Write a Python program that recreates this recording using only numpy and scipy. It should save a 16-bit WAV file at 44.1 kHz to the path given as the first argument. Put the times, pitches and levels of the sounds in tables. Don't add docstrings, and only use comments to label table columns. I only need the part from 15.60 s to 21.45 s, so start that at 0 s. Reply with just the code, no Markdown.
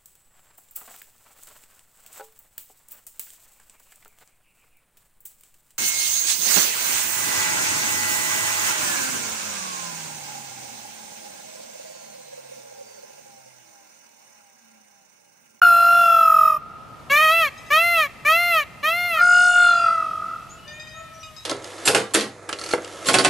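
import sys
import numpy as np
from scipy import signal
from scipy.fft import rfft, irfft
from scipy.io import wavfile

SR = 44100
rng = np.random.default_rng(int(sys.argv[2]) if len(sys.argv) > 2 else 0)


def ratio_of_db(decibels):
    return 10 ** (np.asarray(decibels, float) / 20)


def unload_audio(sound):
    columns = np.transpose(np.atleast_2d(sound))
    steps = np.round(np.clip(columns, -1, 1) * 32767)
    wavfile.write(sys.argv[1], SR, steps.astype(np.int16))


N = 257984
T = np.arange(N) / SR


def rms1(x):
    return x / np.sqrt(np.mean(x ** 2))


def modes(hz, table):
    return sum(ratio_of_db(db) / (1 + (2 * (hz - f) / w) ** 2) for f, w, db in table)


def coloured(gain_at):
    spectrum = rfft(rng.standard_normal(N))
    return rms1(irfft(spectrum * gain_at(np.fft.rfftfreq(N, 1 / SR)), N))


def resonant_noise(table):
    return coloured(lambda f: modes(f, table))


def walk(rate_hz):
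    return coloured(lambda f: 1 / (1 + (f / rate_hz) ** 2))


def bumps(rows):
    return sum(size * np.exp(-((T - s) / width) ** 2) for s, size, width in rows)


def read(table, fade_s=0.0023):
    s, *columns = np.transpose(table)
    span = slice(int(s[0] * SR), int(s[-1] * SR))
    t = T[span]
    gate = np.clip(np.minimum(t - s[0], s[-1] - t) / fade_s, 0, 1)
    return span, gate, [np.interp(t, s, c) for c in columns]


def running_phase(hz):
    return 2 * np.pi * np.cumsum(hz) / SR


# (time [s], pitch [Hz], level [dB], beak opening [dB], membrane slack [0-1])
WAIL_CONTOURS = [
    [(.017, 721, -8.5, -6, 1), (.07, 699, -10.5, -6.5, .15), (.13, 687, -11, -4, 0.17),
     (.39, 692.3, -13.5, 3.5, 0.19), (.6, 668, -13.5, 0, .45), (.7, 658, -13, -8.5, 1),
     (.88, 638.3, -14, -6, 0.97), (.97, 618.5, -23.5, -3, 0.94), (1.0, 620, -53.5, -12, 0.4)],
    [(3.56, 674, -26, -12, 0.6), (3.62, 709.7, -12, 0, 0.25), (3.85, 716, -14, 6, 0.01),
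     (4.03, 708.1, -13, 4, 0.06), (4.27, 679.2, -14, -1, 0.73), (4.5, 645, -28, -1, 0.76),
     (4.74, 666, -31, -5, 0.89), (4.85, 657, -45, 3, 0.95), (5.06, 664, -54, 16, 0.86)],
]
# (multiple of pitch, level [dB])
WAIL_PARTIALS = [
    [(1, -13), (2, 0), (3, -35), (4, -20), (5, -30), (6, -29), (7, -40), (8, -37), (9, -42), (10, -37),
     (11, -49), (12, -45), (13, -37), (14, -61), (15, -34), (16, -33), (17, -41), (18, -43), (19, -41),
     (20, -39), (21, -36)],
    [(1, -14), (2, 0), (3, -28), (4, -16), (5, -21), (6, -21), (7, -23), (8, -33), (9, -29), (10, -25),
     (11, -30), (12, -38), (13, -33), (14, -49), (15, -51), (16, -59), (17, -58), (18, -67)],
]
# (first partial [dB], upper [dB], top [dB], beak share in first [0-1], in top [0-1])
WAIL_BALANCE = [(-14.5, -19.5, -21.5, 0.82, 0.03), (-18.5, -21, -23.5, 0.74, 0.75)]
# (slack pull [side lines], taut fall-off [dB/line], slack fall-off [dB/line],
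#            taut hoarseness [0-1], slack hoarseness [0-1])
SLACK_LAWS = [(.75, 32, 7, .04, .06), (.65, 20, 2, .02, .25)]
PITCH_SWING = [.09, 0.15]
# (time [s], depth [dB], width [s])
VOICE_CATCHES = [(3.665, 2.5, 0.026), (3.93, 7.5, 0.02), (4.195, 5.5, 0.059), (4.34, 2.5, 0.037)]
# (centre [Hz], width [Hz], level [dB])
WINDPIPE = [(1240, 120, 11), (1857, 83, 7.5), (2583, 190, 12), (3000, 160, -5), (5280, 117, 5)]


def wail(i, flutter_start_rad, upper_hiss_db, top_hiss_db, breath_db, tones):
    span, gate, (hz, level_db, open_db, slack) = read(WAIL_CONTOURS[i])
    first_db, upper_db, top_db, first_share, top_share = WAIL_BALANCE[i]
    first_db = level_db + first_db + first_share * open_db
    upper_db = level_db + upper_db + open_db
    top_db = level_db + top_db + top_share * open_db

    slack_pull, taut_db, slack_db, taut_hoarse, slack_hoarse = SLACK_LAWS[i]
    taut_pull = .15
    pull = taut_pull + (slack_pull - taut_pull) * slack
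    fall_db = np.clip(taut_db + (slack_db - taut_db) * slack, 1, 60)
    hoarse = np.clip(taut_hoarse + (slack_hoarse - taut_hoarse) * slack, 0, 1)

    settled_hz, extra_hz, settle_s = 44.53, 9.45, 0.275
    flutter_hz = settled_hz + extra_hz * np.exp(-(T[span] - T[span][0]) / settle_s)
    flutter = running_phase(flutter_hz) + flutter_start_rad + 4.7 * hoarse * walk(6.9)[span]
    phase = running_phase(hz) + hoarse * walk(33)[span]

    sides = np.arange(-4, 3)[:, None]
    waver_db = 25 * hoarse * np.array([walk(33)[span] for _ in sides])
    gain = ratio_of_db(-fall_db * (sides + pull) ** 2 + waver_db) + ratio_of_db(-34)
    second = np.sum(gain * np.sin(2 * phase + sides * flutter), axis=0)
    second = second / np.sqrt(np.sum(gain ** 2, axis=0))
    first = (1 + 0.21 * np.cos(flutter + 1.64)) * np.sin(phase + 0.033 * np.sin(flutter))

    groups = np.zeros((3, len(hz)))
    for k, k_db in WAIL_PARTIALS[i][2:]:
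        throb = (1 + 0.38 * np.cos(flutter + 0.47 * k)) * ratio_of_db(3.86 * walk(4)[span])
        dull_db = 3 * slack * max(k - 4, 0)
        swung = k * phase + PITCH_SWING[i] * k * np.sin(flutter) + k * k
        groups[int(k > 3) + int(k > 10)] += ratio_of_db(k_db - dull_db) * throb * np.sin(swung)

    puffs = 1 + 0.55 * np.cos(flutter)
    upper_hiss = puffs * resonant_noise([(3000, 2300, -17), (5350, 1700, 4)])[span]
    top_hiss = puffs * resonant_noise([(12600, 3500, 0)])[span]
    upper_hiss_gain = ratio_of_db(upper_hiss_db) + 4 * hoarse ** 2 + .45 * np.clip(pull - .4, 0, 1)
    upper = rms1(groups[1]) + upper_hiss_gain * upper_hiss
    top = np.clip(1.2 - 2 * pull, .1, 1) * rms1(groups[2]) + ratio_of_db(top_hiss_db) * top_hiss
    breath = ratio_of_db(breath_db) * (1 + 8 * hoarse) * resonant_noise(WINDPIPE)[span]

    second_db = level_db - bumps(VOICE_CATCHES)[span]
    low = ratio_of_db(second_db) * (np.sqrt(2) * (second + groups[0]) + breath)
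    low = low + np.sqrt(2) * ratio_of_db(first_db) * first
    fluttered_tones = (1 + 0.052 * np.cos(flutter)) * tones[span]
    high = ratio_of_db(upper_db + 0.9) * upper + ratio_of_db(top_db) * (ratio_of_db(-8.0) * top + fluttered_tones)
    out = np.zeros(N)
    out[span] = (low + high) * gate
    return out


# (centre [Hz], width [Hz], level [dB])
THROAT_MODES = [(760, 1700, -4.5), (1240, 163, 4), (1816, 177, 5), (2067, 117, 7.5), (2369, 214, 7),
                (2677, 63, 5.5), (3130, 315, -3.5), (3570, 136, -8.5), (4190, 404, -12)]
# (centre [Hz], width [Hz], depth [dB])
THROAT_POCKETS = [(1975, 90, 7.5), (3475, 120, 7), (4850, 220, 4)]
# (centre [Hz], width [Hz], level [dB])
BEAK_MODES = [(5320, 880, 9.5), (7000, 200, -18), (9860, 1900, 5), (11260, 2600, 3.5), (13560, 860, 16.5)]
# (time [s], drop [Hz], width [s])
FIRST_YELP_STALL = (1.685, 32, .045)


def yelp(start, top, end, top_hz, level_db, tones):
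    span, gate, (away,) = read([(start, -1), (top, 0), (end, 1)])
    drop_hz = np.where(away < 0, 128.6, 149.2)
    flat, bend = 0.17, 1.5
    arch = np.clip((np.abs(away) - flat) / (1 - flat), 0, 1) ** bend
    hz = top_hz - drop_hz * arch - bumps([FIRST_YELP_STALL])[span]

    sink_db = 3 * np.clip((hz - 640) / 42.3, 0, 1)
    treble_db = -21.5 + .7 * sink_db
    age_s, left_s = T[span] - start, end - T[span]
    attack_db, release_db = 17.5 * np.exp(-age_s / 0.0088), 22 * np.exp(-left_s / 0.023)
    db = level_db - sink_db - 5.5 * age_s - attack_db - release_db

    k = np.arange(1, 27)[:, None]
    jitter = 0.0008 + 0.008 * np.clip((685 - hz) / 120, 0, 1)
    phase = running_phase(hz * (1 + jitter * walk(45)[span]))
    rasp_db = .75 * k.clip(0, 6) * np.clip((700 - hz) / 110, .1, 1)
    rasp = ratio_of_db(rasp_db * np.array([walk(50)[span] for _ in k]))
    pocket_db = sum(d * np.exp(-((k * hz - f) / w) ** 2) for f, w, d in THROAT_POCKETS)
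    low_gain = rasp * modes(k * hz, THROAT_MODES) * ratio_of_db(-pocket_db)
    beak_waver = ratio_of_db(4.3 * np.array([walk(27)[span] for _ in k]))
    beak_share = np.where(k * hz > 8500, 1, .28) * (k * hz > 4800)
    high_gain = modes(k * hz, BEAK_MODES) * beak_share * beak_waver

    def voiced(gain):
        total = np.sum(gain * np.sin(k * phase + 0.28 * k * k), axis=0)
        return np.sqrt(2) * total / np.sqrt(np.sum(gain ** 2, axis=0))

    low, high = voiced(low_gain), voiced(high_gain)
    slack = np.clip((705 - hz) / 170, .2, .7)
    hiss = coloured(lambda f: modes(f, BEAK_MODES) * (f > 4500))[span] * (1 + .5 * np.cos(phase))
    sibilance = resonant_noise([(6460, 1700, 0)])[span] * (1 + np.cos(phase))
    treble = np.sqrt(1 - slack ** 2) * high + slack * hiss + 0.9 * slack * sibilance
    breath = ratio_of_db(-27) * resonant_noise(WINDPIPE)[span]
    breath = breath + ratio_of_db(-17) * (slack - .18) ** 2 * resonant_noise(THROAT_MODES)[span]
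    beak_puff = ratio_of_db(-22.5) * np.exp(-np.arange(len(hz)) / SR / 0.029)
    beak_puff = beak_puff * resonant_noise([(284, 480, 0)])[span]

    sound = low * ratio_of_db(0.28 * walk(68)[span]) + ratio_of_db(treble_db) * treble + breath
    out = np.zeros(N)
    out[span] = (sound + tones[span] + beak_puff) * ratio_of_db(db) * gate
    return out


# (pitch [Hz], level under first wail [dB], under yelps [dB], under second wail [dB])
STEADY_HIGH_TONES = [(14643, -6, -29, -50), (10853, -13, -60, -50), (8996, -20, -60, -15),
                     (13264, -16, -60, -50), (5280, -15, -60, -40), (8292, -26, -60, -20),
                     (6850, -19, -60, -50), (10347, -16, -60, -50), (14002, -16, -60, -50)]


def steady_high_tones(column):
    return sum(ratio_of_db(row[column]) * np.sqrt(2) * np.sin(2 * np.pi * row[0] * T) for row in STEADY_HIGH_TONES)


# (start [s], middle of arch [s], end [s], top pitch [Hz])
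YELP_TIMES = [
    (1.497, 1.765, 1.895, 668),
    (2.102, 2.288, 2.475, 690),
    (2.648, 2.85, 3.04, 698),
    (3.228, 3.425, 3.63, 706),
]
YELP_LEVELS = [-13.5, -13.5, -13.5, -18]


def peacock():
    out = wail(0, flutter_start_rad=0.24, upper_hiss_db=-22, top_hiss_db=-4, breath_db=-31,
               tones=steady_high_tones(1))
    out = out + wail(1, flutter_start_rad=0.14, upper_hiss_db=-34, top_hiss_db=-34, breath_db=-40,
                     tones=steady_high_tones(3))
    yelp_tones = steady_high_tones(2)
    for times, level_db in zip(YELP_TIMES, YELP_LEVELS):
        out = out + yelp(*times, level_db, yelp_tones)
    return out


def trees(x, near_db, wide_db, far_db):
    t = T[:int(2.5 * SR)]
    dull = signal.butter(2, 3200, fs=SR, output="sos")
    decay_s = np.array([[.25], [.08]])
    mid, side = rng.standard_normal((2, len(t))) * ratio_of_db(-60 * t / decay_s)
    far = signal.sosfilt(dull, rng.standard_normal((2, len(t))))
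    far = far * ratio_of_db(-60 * t / 2.0) * (1 - np.exp(-t / 0.9))
    wide = side * np.array([[1], [-1]])
    parts = (mid, near_db), (wide, wide_db), (far + 2.7 * far[::-1], far_db)
    echo = sum(ratio_of_db(db) * rms1(r) for r, db in parts) / np.sqrt(len(t))
    return signal.fftconvolve(x[None], echo, axes=1)[:, :N]


def stack(hz, partial_db, wobble_db, blur):
    out = 0
    for k, db in enumerate(partial_db):
        phase = running_phase(hz) + blur * walk(50)[:len(hz)]
        out = out + ratio_of_db(db + wobble_db * walk(18.0)[:len(hz)]) * np.sin((k + 1) * phase + k)
    return np.sqrt(2) * out


# (start [s], top of arch [s], end [s], top pitch [Hz], level [dB])
FAR_CALLS = [
    (5.33, 5.47, 5.8, 653, -40),
    (5.05, 5.32, 5.62, 622, -41),
    (3.9, 4.28, 4.31, 622, -31),
    (1.95, 2.09, 2.12, 668, -48),
]
FAR_PARTIALS = [
    [-8, -1.5, -22, -26],
    [-15, -38, -9, -12, -18, -16.5],
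    [-38, -32, -19, -19],
    [-7.5, -16, -3, -31],
]


def far_peafowl():
    out = np.zeros(N)
    for (start, top, end, top_hz, top_db), partial_db in zip(FAR_CALLS, FAR_PARTIALS):
        span, gate, (away_s,) = read([(start, start - top), (end, end - top)], fade_s=0.033)
        hz = top_hz - 466.7 * away_s ** 2
        db = top_db - np.where(away_s < 0, 6, 49) * np.abs(away_s)
        out[span] += stack(hz, partial_db, wobble_db=2.2, blur=.1) * ratio_of_db(db) * gate
    return out


# (start [s], pitch [Hz], length [s], level [dB])
REEDY_PEEPS = [
    (1.977, 1300, 0.026, -56),
    (2.062, 1284, 0.14, -61),
    (5.078, 1215, 0.055, -50),
    (5.197, 1240, 0.062, -49),
    (5.271, 1240, 0.089, -52),
    (5.63, 1246, 0.061, -49.5),
    (5.764, 1277, 0.086, -51.5),
]
PEEP_PARTIALS = [-7, 2, 3.5, 2.5, -0.5, -6.5]


def peeps():
    out = np.zeros(N)
    for s, hz, length_s, db in REEDY_PEEPS:
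        contour = [(s, .99 * hz, db), (s + 0.018, hz, db - 5), (s + length_s, hz, db - 18.0)]
        span, gate, (pitch_hz, fall_db) = read(contour, fade_s=0.0009)
        out[span] += stack(pitch_hz, PEEP_PARTIALS, wobble_db=3.0, blur=0.23) * ratio_of_db(fall_db) * gate
    return out


# (start [s], from [Hz], to [Hz], length [s], level [dB])
THIN_CHIRPS = [
    (1.387, 7000, 6220, 0.072, -83),
    (4.66, 6510, 7270, 0.04, -57),
    (4.891, 6450, 7300, 0.057, -54.5),
    (5.119, 6340, 7220, 0.054, -54.5),
    (5.352, 6570, 7000, 0.081, -59),
    (5.535, 5815, 5810, 0.093, -58),
    (5.618, 2920, 2900, 0.085, -51.5),
    (4.97, 2930, 2900, 0.167, -57),
]


def chirps():
    out = np.zeros(N)
    for s, from_hz, to_hz, length_s, db in THIN_CHIRPS:
        span, gate, (pitch_hz,) = read([(s, from_hz), (s + length_s, to_hz)], fade_s=0.011)
        out[span] += stack(pitch_hz, [db], wobble_db=5.5, blur=0.55) * gate
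    return out


# (frequency [Hz], level [dB/Hz])
HUM_SPECTRUM = [(15, -68), (25, -14.5), (126, -2), (399, -11), (703, -9.5), (1110, -12), (1270, -40),
                (1490, -17.5), (2060, -18), (13500, -33), (15500, -64)]
# (time [s], swell [dB], width [s])
VEHICLE_PASSES = [(1.5, 2.5, 0.34), (4.3, 3, 0.62)]


def hum():
    f, db = np.transpose(HUM_SPECTRUM)
    mid, side = (coloured(lambda hz: ratio_of_db(np.interp(np.log(hz + 1), np.log(f), db))) for _ in range(2))
    both = mid + ratio_of_db(-5) * side * np.array([[1], [-1]])
    rumble_band = signal.butter(1, [170, 1500], "bandpass", fs=SR, output="sos")
    rumble = signal.sosfiltfilt(rumble_band, both)
    leaves = signal.sosfiltfilt(signal.butter(1, 2500, "highpass", fs=SR, output="sos"), both)
    ebb_db = 8.5 * np.clip(T - 4.68, 0, None)
    rumble_db = -3 + bumps(VEHICLE_PASSES) - ebb_db
    gust_db = 2.5 * np.cos(2 * np.pi * 0.47 * (T - 1.93))
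    leaves_db = -0.5 - 30 * np.exp(-T / 0.79) + gust_db
    return ratio_of_db(-45.5) * (both + (ratio_of_db(rumble_db) - 1) * rumble + (ratio_of_db(leaves_db) - 1) * leaves)


def scene():
    bird = peacock()
    others = far_peafowl() + peeps() + chirps()
    left_right_db = np.array([[3], [-4]])
    background = others * ratio_of_db(left_right_db) + trees(others, near_db=-3, wide_db=-8, far_db=-20)
    return bird + trees(bird, near_db=-18.5, wide_db=-17, far_db=-35.5) + background + hum()


def top_cut(x):
    return signal.sosfilt(signal.butter(12, 16820, fs=SR, output="sos"), x)


def record(dry):
    lowpass = signal.ellip(6, .3, 45, 15200, fs=SR, output="sos")
    mix = signal.sosfilt(lowpass, dry) * (T > .0165)
    return top_cut(mix)


dry = scene()
out = record(dry)
unload_audio(out)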